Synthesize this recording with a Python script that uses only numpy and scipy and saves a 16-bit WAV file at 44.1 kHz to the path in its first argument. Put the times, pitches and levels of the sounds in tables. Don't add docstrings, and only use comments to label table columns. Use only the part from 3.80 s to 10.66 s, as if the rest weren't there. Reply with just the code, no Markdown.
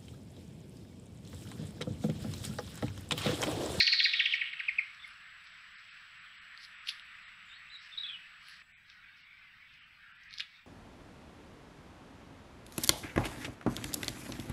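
import sys
import numpy as np
from scipy import signal
from scipy.io import wavfile
from scipy.ndimage import uniform_filter1d

SR = 44100
rng = np.random.default_rng(int(sys.argv[2]) if len(sys.argv) > 2 else 0)


def field_ratio(decibels):
    return 10 ** (np.asarray(decibels, dtype=float) / 20)


def waveform_to_disk(signal):
    frames = np.transpose(np.atleast_2d(signal))
    scaled = np.clip(frames, -1, 1) * 32767
    samples = np.round(scaled).astype(np.int16)
    wavfile.write(sys.argv[1], SR, samples)


N = 302526
TIME = np.arange(N) / SR

# freq_hz, density_db
DRY_CRACKLE = [(7600, -38), (9000, -4), (10200, -1), (11300, -5.5), (12300, -15.5), (15700, -20.5)]


def evened(x):
    return x / np.sqrt(np.mean(x ** 2) + 1e-20)


def read(points, hz):
    point_hz, level_db = np.transpose(points)
    return np.interp(np.log(hz + 1), np.log(point_hz + 1), level_db, left=-90, right=-90)


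def follow(tables, column=1):
    rows = np.concatenate(tables)
    return np.interp(TIME, rows[:, 0], rows[:, column])


def add(mix, start_s, sound):
    part = mix[round(start_s * SR):][:len(sound)]
    part += sound[:len(part)]


def colour(x, points):
    log_gain = np.log(field_ratio(read(points, abs(np.fft.fftfreq(4096, 1 / SR)))))
    taps = np.fft.ifft(np.exp(np.conj(signal.hilbert(log_gain)))).real[:2048]
    return signal.oaconvolve(x, taps / np.linalg.norm(taps))[:len(x)]


def patchy(points, patchy_db, streak_db=0):
    real, imag, patches, streaks = rng.standard_normal((N // 256 + 5, 513, 4)).T
    patches = uniform_filter1d(patches, size=12, axis=0)
    patches = evened(uniform_filter1d(patches, size=12, axis=1))
    streaks = uniform_filter1d(streaks, size=2, axis=0)
    streaks = evened(uniform_filter1d(streaks, size=14, axis=1))
    spectrum_db = read(points, np.fft.rfftfreq(1024, 1 / SR))[:, None]
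    field_db = spectrum_db + patchy_db * patches + streak_db * streaks
    noise = signal.istft((real + 1j * imag) * field_ratio(field_db), nperseg=1024, noverlap=768)[1]
    return evened(noise[:N])


def grains(points, per_s, spread_db):
    ticks = rng.standard_normal(N) * (rng.random(N) < per_s / SR)
    size_db = spread_db * np.minimum(rng.exponential(1, N), 4)
    return evened(colour(ticks * field_ratio(size_db), points))


def wood(x, near_db, far_db):
    # freq_hz, t60_s
    decay = [(1000, 0.68), (2500, 0.3), (4400, 0.26), (6500, 0.32)]
    hz, t, z = signal.stft(rng.standard_normal(SR), SR, nperseg=256)
    decay_hz, t60_s = np.transpose(decay)
    fade = field_ratio(-60 * t / np.interp(hz, decay_hz, t60_s)[:, None])
    tail = signal.istft(z * fade, SR, nperseg=256)[1]
    tail[:300] = 0
    early = rng.standard_normal(1500) * (rng.random(1500) < .02)
    early = early * field_ratio(-60 * np.arange(1500) / SR / 0.11)
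    echoes = field_ratio(far_db) * tail / np.linalg.norm(tail)
    echoes[40:1540] += field_ratio(near_db) * early / np.linalg.norm(early)
    return x + signal.fftconvolve(x, echoes)[:N]


def sing(notes, rough, flutter_hz):
    out = np.zeros(N)
    for rows in notes:
        point_s, pitch_hz, level_db = np.transpose(rows)
        t = np.arange(point_s[0], point_s[-1], 1 / SR)
        smooth = signal.butter(2, flutter_hz, fs=SR, output="sos")
        a, b = signal.sosfilt(smooth, rng.standard_normal((2, 8000)))[:, 1000:]
        flutter = (1 + rough * (evened(a) + 1j * evened(b)))[:len(t)]
        turn = 2 * np.pi * np.cumsum(np.interp(t, point_s, pitch_hz)) / SR
        tone = evened((flutter * np.exp(1j * turn)).real)
        edges = np.clip(np.minimum(t - point_s[0], point_s[-1] - t) / .0015, 0, 1)
        add(out, point_s[0], field_ratio(np.interp(t, point_s, level_db)) * tone * edges)
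    return out


def camera():
    # time_s, peak_db
    whine_level = [(0, -68.5), (4.8, -71.5), (5.1, -82.5), (5.5, -83), (6.86, -81.5)]
    # freq_hz, density_db
    low_noise = [(12, -34), (20, -3), (55, -0.5), (171, -1.5), (370, -21.5), (526, -24), (643, -16.5),
                 (900, -14), (1100, -15.5), (1430, -38.5), (2420, -120)]
    # freq_hz, density_db
    air_noise = [(4000, -20.5), (6000, 3.5), (7200, 0.5), (8600, -1.5), (10500, 0), (13000, 1), (15700, 3)]
    whine_hz, frame_hz, frame_s = 7796.24, 29.757, 1.4015
    phase = (TIME - frame_s) * frame_hz % 1
    half = 2 * phase % 1
    field = np.where(phase < .5, 1, -.6) * field_ratio(-3.0 * half)
    whine = uniform_filter1d(field, size=60) * np.cos(2 * np.pi * whine_hz * TIME - 0.6 * half)
    overtone = field_ratio(-101) * np.cos(4 * np.pi * whine_hz * TIME)
    lines = field_ratio(follow([whine_level])) * whine + overtone
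    noise = field_ratio(-74.5) * patchy(low_noise, 1.5) + field_ratio(-87.5) * patchy(air_noise, 0.86, 2.5)
    hum = patchy([(40, -20), (50, -3), (60, 0), (68, -25)], 1.2)
    return lines + field_ratio(-81.5) * hum + noise


def hiss():
    # time_s, level_db
    hiss_level = [
        [(1.1, -53), (1.2, -54.5), (1.8, -55.5), (3.32, -54), (3.83, -55.5), (4.24, -55.5), (4.64, -57),
         (4.82, -56)],
        [(4.83, -66), (5.07, -60), (5.27, -58.5), (6.62, -58.5), (6.74, -58), (6.86, -64.5)],
    ]
    # freq_hz, density_db
    clear_spectrum = [(290, -83.5), (500, -49.5), (635, -21), (806, -26), (1230, -3.5), (1790, 2),
                      (2830, -2), (3870, -11), (4480, -16.5), (4870, -19), (5990, -29), (7790, -74),
                      (13200, -120)]
    # freq_hz, density_db
    dull_spectrum = [(290, -76), (500, -59.5), (1330, -13.5), (1490, -11), (1720, -8.5), (2210, -7.5),
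                     (2640, -12), (4970, -28), (5990, -39.5), (7790, -71), (13200, -120)]
    change_s = 4.822
    before, after = patchy(clear_spectrum, 1.5, 0.72), patchy(dull_spectrum, 2.04, 3.9)
    return field_ratio(follow(hiss_level) + 1.0) * np.where(TIME < change_s, before, after)


def far_birds():
    # time_s, pitch_hz, level_db
    high_notes = [
        [(3.69, 3660, -61), (3.72, 3610, -57), (3.745, 3820, -55), (3.765, 4320, -66), (3.78, 4350, -60)],
        [(3.718, 2650, -60), (3.725, 2960, -54), (3.732, 3250, -61)],
        [(3.9, 3590, -53), (3.915, 4030, -58), (3.948, 3976, -49), (3.958, 3750, -46.5), (3.99, 4070, -69)],
        [(4.115, 3570, -59), (4.138, 3600, -46.5), (4.148, 3590, -54), (4.156, 3260, -50)],
        [(4.174, 4000, -44), (4.179, 3794, -35), (4.187, 3806, -34), (4.193, 4020, -48.5)],
        [(4.194, 3460, -44), (4.2, 3780, -46), (4.209, 3880, -44), (4.228, 3890, -52)],
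        [(4.232, 4050, -38.5), (4.238, 3440, -35.5), (4.25, 3420, -44), (4.263, 3410, -45)],
        [(4.265, 4050, -46), (4.278, 3655, -52), (4.29, 3310, -37)],
        [(6.74, 3720, -66), (6.76, 3650, -64), (6.8, 3720, -69)],
        [(1.195, 3470, -53), (1.22, 3520, -67), (1.232, 3660, -47.5), (1.242, 3400, -53)],
    ]
    # time_s, pitch_hz, level_db
    low_notes = [
        [(4.285, 3300, -48.5), (4.293, 3317, -37), (4.321, 3055, -54.5), (4.33, 3157, -59)],
        [(4.33, 3290, -45), (4.34, 2965, -42.5), (4.385, 2880, -62)],
    ]
    # time_s, pitch_hz, level_db
    churr_notes = [
        [(4.248, 2600, -67), (4.256, 2590, -46.5), (4.266, 2559, -53), (4.275, 2555, -66)],
        [(4.298, 2476, -47.5), (4.31, 2470, -49), (4.322, 2472, -61)],
        [(4.355, 2588, -51), (4.367, 2558, -59), (4.399, 2632, -64), (4.429, 2546, -57.5), (4.475, 2664, -60)],
    ]
    # time_s, pitch_hz, level_db
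    thin_notes = [
        [(3.36, 7130, -86), (3.42, 7120, -82), (3.465, 7130, -86)],
        [(3.65, 7150, -86), (3.7, 7170, -82), (3.755, 7100, -87)],
        [(3.885, 7130, -86), (3.95, 7100, -77), (3.99, 7080, -85)],
    ]
    warbles = sing(high_notes + low_notes + churr_notes, .35, 190)
    return wood(warbles + sing(thin_notes, 0.24, 60), -20.5, -4)


def leaves():
    # time_s, rustle_db, crackle_db
    motion = [
        [(0.03, -31.5, -69), (0.118, -64, -68.5), (0.132, -28, -73), (0.162, -51.5, -69), (0.238, -41, -80),
         (0.254, -40, -68.5), (0.278, -47, -76), (0.488, -61, -84.5), (0.55, -45, -72), (0.588, -71, -84),
         (0.596, -76, -84), (1.0, -67, -87)],
        [(1.02, -67, -86), (1.23, -70, -88.5), (1.27, -62.5, -76), (1.34, -64.5, -88), (1.52, -80, -101),
         (1.66, -69, -82), (1.67, -57.5, -108), (1.69, -68, -90), (1.93, -71, -101), (1.94, -63.5, -109),
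         (2.07, -68, -93), (2.12, -66, -109), (2.15, -68, -94), (2.37, -72, -95), (2.39, -74, -109),
         (2.46, -90, -90), (2.57, -67, -109), (2.62, -76, -91), (2.73, -81, -96), (2.85, -49.5, -70),
         (2.87, -68, -81), (3.02, -84, -102), (3.09, -36.5, -65), (3.12, -54, -91), (3.24, -75, -87),
         (3.41, -78, -94), (3.46, -82, -109), (3.49, -75, -98), (3.93, -87, -99), (3.99, -64, -108),
         (4.03, -57, -90), (4.09, -64, -87), (4.38, -72, -87), (4.58, -76, -100), (4.66, -59.5, -79),
         (4.69, -56.5, -74), (4.74, -58.5, -80), (4.82, -69, -92)],
        [(4.83, -83, -102), (5.02, -92, -108), (5.1, -64, -94), (5.34, -94, -99), (5.37, -66, -89),
         (5.44, -68.5, -108), (5.45, -82, -103), (5.9, -79, -102), (5.94, -69, -91), (6.03, -96, -99),
         (6.24, -80.5, -93), (6.35, -97, -109), (6.43, -76, -92), (6.48, -75, -100), (6.54, -58, -80),
         (6.56, -58, -88), (6.59, -52, -82), (6.59, -66, -81), (6.6, -35, -84), (6.63, -74, -95),
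         (6.77, -67.5, -97), (6.86, -87, -102)],
    ]
    # freq_hz, density_db
    rustle_spectrum = [(1500, -12), (2800, -15.5), (4200, -2.5), (5300, -5.5), (6500, -24.5), (7800, -27.5)]
    rustle = field_ratio(follow(motion) - 1.5) * grains(rustle_spectrum, 6800, 2.9)
    return rustle + field_ratio(follow(motion, column=2)) * grains(DRY_CRACKLE, 5031, 2.2)


def cracks():
    # start_s, peak_db, body_hz, treble_rel_db, t60_s
    snaps = [(1.147, -50, 4900, -22.5, 0.01), (1.278, -58, 3550, 7, 0.0059),
             (2.776, -36.5, 4050, -32, 0.0055), (2.808, -49, 4350, -22, .004),
             (2.853, -46, 4000, -20, .004), (3.0728, -29, 3500, -24, .004), (3.083, -36, 3000, -10, .005),
             (3.0877, -22, 3300, -21, .006), (3.0908, -23, 3000, -24, .003), (3.0924, -25, 3500, -14, .003),
             (3.0948, -30, 4000, -17, .007), (3.104, -45, 3800, -14, .008), (3.197, -36, 3900, -26, 0.0016),
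             (4.685, -40, 3000, -9, 0.0069), (4.695, -41.5, 3000, -14, 0.0054),
             (5.0998, -43, 4000, -34, 0.0061), (5.938, -57, 5300, -36, .015),
             (6.435, -55.5, 5200, -34, 0.017), (6.509, -42, 4200, -22, 0.0023),
             (6.529, -36, 4000, -38, 0.0017), (6.5355, -45, 4200, -24, .003), (6.539, -33, 4200, -24, .006),
             (6.547, -46, 4200, -24, .003), (6.579, -37, 3700, -30, .003), (6.584, -28, 4700, -28, .004),
             (6.598, -29, 2500, -34, .006), (6.6043, -20, 3600, -32, .002), (6.6062, -28, 2900, -30, .008),
             (6.6095, -30, 2700, -30, .006), (6.607, -37.5, 1800, -43, 0.016)]
    out, t = np.zeros(N), np.arange(900) / SR
    for start_s, peak_db, body_hz, treble_db, t60_s in snaps:
        snap = rng.standard_normal(900) * field_ratio(-60 * t / max(t60_s, .0015))
        body = colour(snap, [(900, -50), (body_hz / 1.5, -9), (body_hz, 0), (body_hz * 1.3, -9), (7800, -42)])
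        tick = colour(snap, DRY_CRACKLE)
        both = body / abs(body).max() + field_ratio(treble_db) * tick / abs(tick).max()
        add(out, start_s - .0003, field_ratio(peak_db) * both)
    return out


def chatter():
    # time_s, centre_hz, level_db
    path = [(0, 4340, -33), (.15, 4240, -34.5), (.25, 3940, -36), (.33, 3660, -35.5), (.42, 3570, -37.5),
            (.52, 3100, -39.5), (.62, 2720, -41.5), (.72, 2696, -48), (.85, 2670, -49), (1.0, 2540, -56),
            (1.15, 2550, -76), (1.3, 2550, -79)]
    width_hz = 1000
    turn = np.exp(2j * np.pi * np.cumsum(follow([path])) / SR)
    r = np.exp(-np.pi * width_hz / SR)
    noise = rng.standard_normal(N)
    lumps = noise * field_ratio(2.0 * evened(uniform_filter1d(rng.standard_normal(N), size=200)))
    band = (turn * signal.lfilter([1], np.convolve([1, -r], [1, -r]), lumps / turn)).real
    return field_ratio(follow([path], column=2)) * evened(band)


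def buzz():
    # time_s, pitch_hz, level_db
    buzz_notes = [
        [(0, 4208, -27.5), (.012, 4340, -26), (.02, 4280, -40), (.0275, 4230, -23)],
        [(.0665, 4440, -22), (.074, 4324, -38), (.09, 4166, -37.5)],
        [(.1185, 4322, -29), (.128, 4313, -26), (.136, 4386, -31), (.139, 4370, -35.5)],
        [(.18, 4653, -40), (.192, 4284, -28.5), (.2, 3564, -36.5), (.205, 3300, -12.5)],
        [(.238, 4810, -33.5), (.245, 4653, -25.5), (.249, 4053, -23.5), (.256, 3450, -32)],
        [(.512, 3394, -42.5), (.522, 3285, -36.5), (.53, 2750, -26.5)],
    ]
    return sing(buzz_notes, .35, 350)


def rattle():
    # start_s, length_s, top_hz, bottom_hz, peak_db, overtone_db
    chirp_rows = [(0.0, 0.014, 2950, 1464, -20, -1.5), (0.068, 0.017, 3903, 1390, -24, -5.5),
                  (0.12, 0.023, 3075, 1439, -25.5, -10), (0.194, .018, 3270, 1400, -25, -7.5),
                  (0.245, 0.024, 3070, 1406, -24, -10), (0.329, .019, 3208, 1562, -25.5, -10),
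                  (.390, .023, 3680, 1430, -22, -20.5), (0.453, 0.014, 3644, 1560, -22, -18),
                  (.532, 0.015, 2843, 1630, -23, -19), (.609, 0.017, 2830, 1523, -26.5, -34),
                  (0.727, 0.016, 2635, 1490, -35, -18.5), (0.792, 0.022, 3040, 1382, -31.5, -22),
                  (0.878, 0.022, 2795, 1737, -24.5, -28), (0.981, 0.018, 2727, 1826, -21.5, -30.5),
                  (1.237, 0.023, 2310, 1850, -42.5, -24)]
    out = np.zeros(N)
    for start_s, length_s, top_hz, bottom_hz, peak_db, overtone_db in chirp_rows:
        u = np.linspace(0, 1, round(length_s * SR))
        fall = .5 * u + .5 * (.5 - .5 * np.cos(np.pi * u))
        pitch_hz = top_hz + (bottom_hz - top_hz) * fall ** (bottom_hz / 1500)
        turn = 2 * np.pi * np.cumsum(pitch_hz) / SR
        rise = np.sin(np.pi * u) ** (1.5 * (bottom_hz / 1500) ** 2)
        overtone = field_ratio(overtone_db) * rise * np.sin(2 * turn)
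        add(out, start_s, field_ratio(peak_db) * rise * (np.sin(turn) + overtone))
    add(out, .0032, field_ratio(-6) * out.copy())
    return out


def near_birds():
    # freq_hz, gain_db
    response = [(300, -50), (1000, -22), (1500, -6), (2200, 0), (4500, 0), (5600, -6), (7000, -18),
                (16000, -23)]
    buzzing = buzz()
    chirps, moved = rattle(), TIME > .7
    perches = wood(chirps * ~moved, -9, -8) + wood(chirps * moved, -13, -11)
    near = perches + wood(buzzing, -9, -10) + chatter()
    return field_ratio(-6) * colour(near, response)


def scene():
    birds = near_birds() + far_birds()
    deer = wood(cracks(), -9, -10) + leaves()
    opening_click = field_ratio(-19.5) * (TIME < 2 / SR)
    return (birds + deer + hiss() + camera() + opening_click)[None]


def drop_weak(x):
    # centre_s, length_s, threshold_db
    starved = [(0.578, .02, -100), (0.72, .015, -100), (1.31, 0.013, -104), (1.673, .012, -104),
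               (1.718, 0.01, -104), (1.962, 0.032, -88), (2.11, .024, -91), (2.403, 0.022, -100),
               (2.589, 0.04, -92.5), (2.964, .012, -102), (3.009, .012, -102), (3.228, .012, -102),
               (3.458, .03, -98), (3.765, 0.013, -100), (3.91, .015, -100), (3.989, 0.036, -93),
               (4.948, 0.038, -96.5), (5.434, .015, -104), (6.005, .015, -104), (6.045, 0.012, -104),
               (6.335, 0.019, -100), (6.385, 0.011, -103), (6.498, 0.017, -103)]
    hz, t, z = signal.stft(x, SR, nperseg=1024, noverlap=896)
    strength = uniform_filter1d(abs(z), size=5)
    for centre_s, length_s, threshold_db in starved:
        inside = np.clip((length_s / 2 + .008 - abs(t - centre_s)) / .004, 0, 1)
        z = z * np.where(strength < field_ratio(threshold_db + 4), field_ratio(-22 * inside), 1)
    return signal.istft(z, SR, nperseg=1024, noverlap=896)[1][:, :N]


def low_pass(x):
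    return signal.sosfilt(signal.butter(12, 15720, fs=SR, output="sos"), x)


def record(dry):
    mix = drop_weak(dry)
    return low_pass(mix)


dry = scene()
out = record(dry)
waveform_to_disk(out)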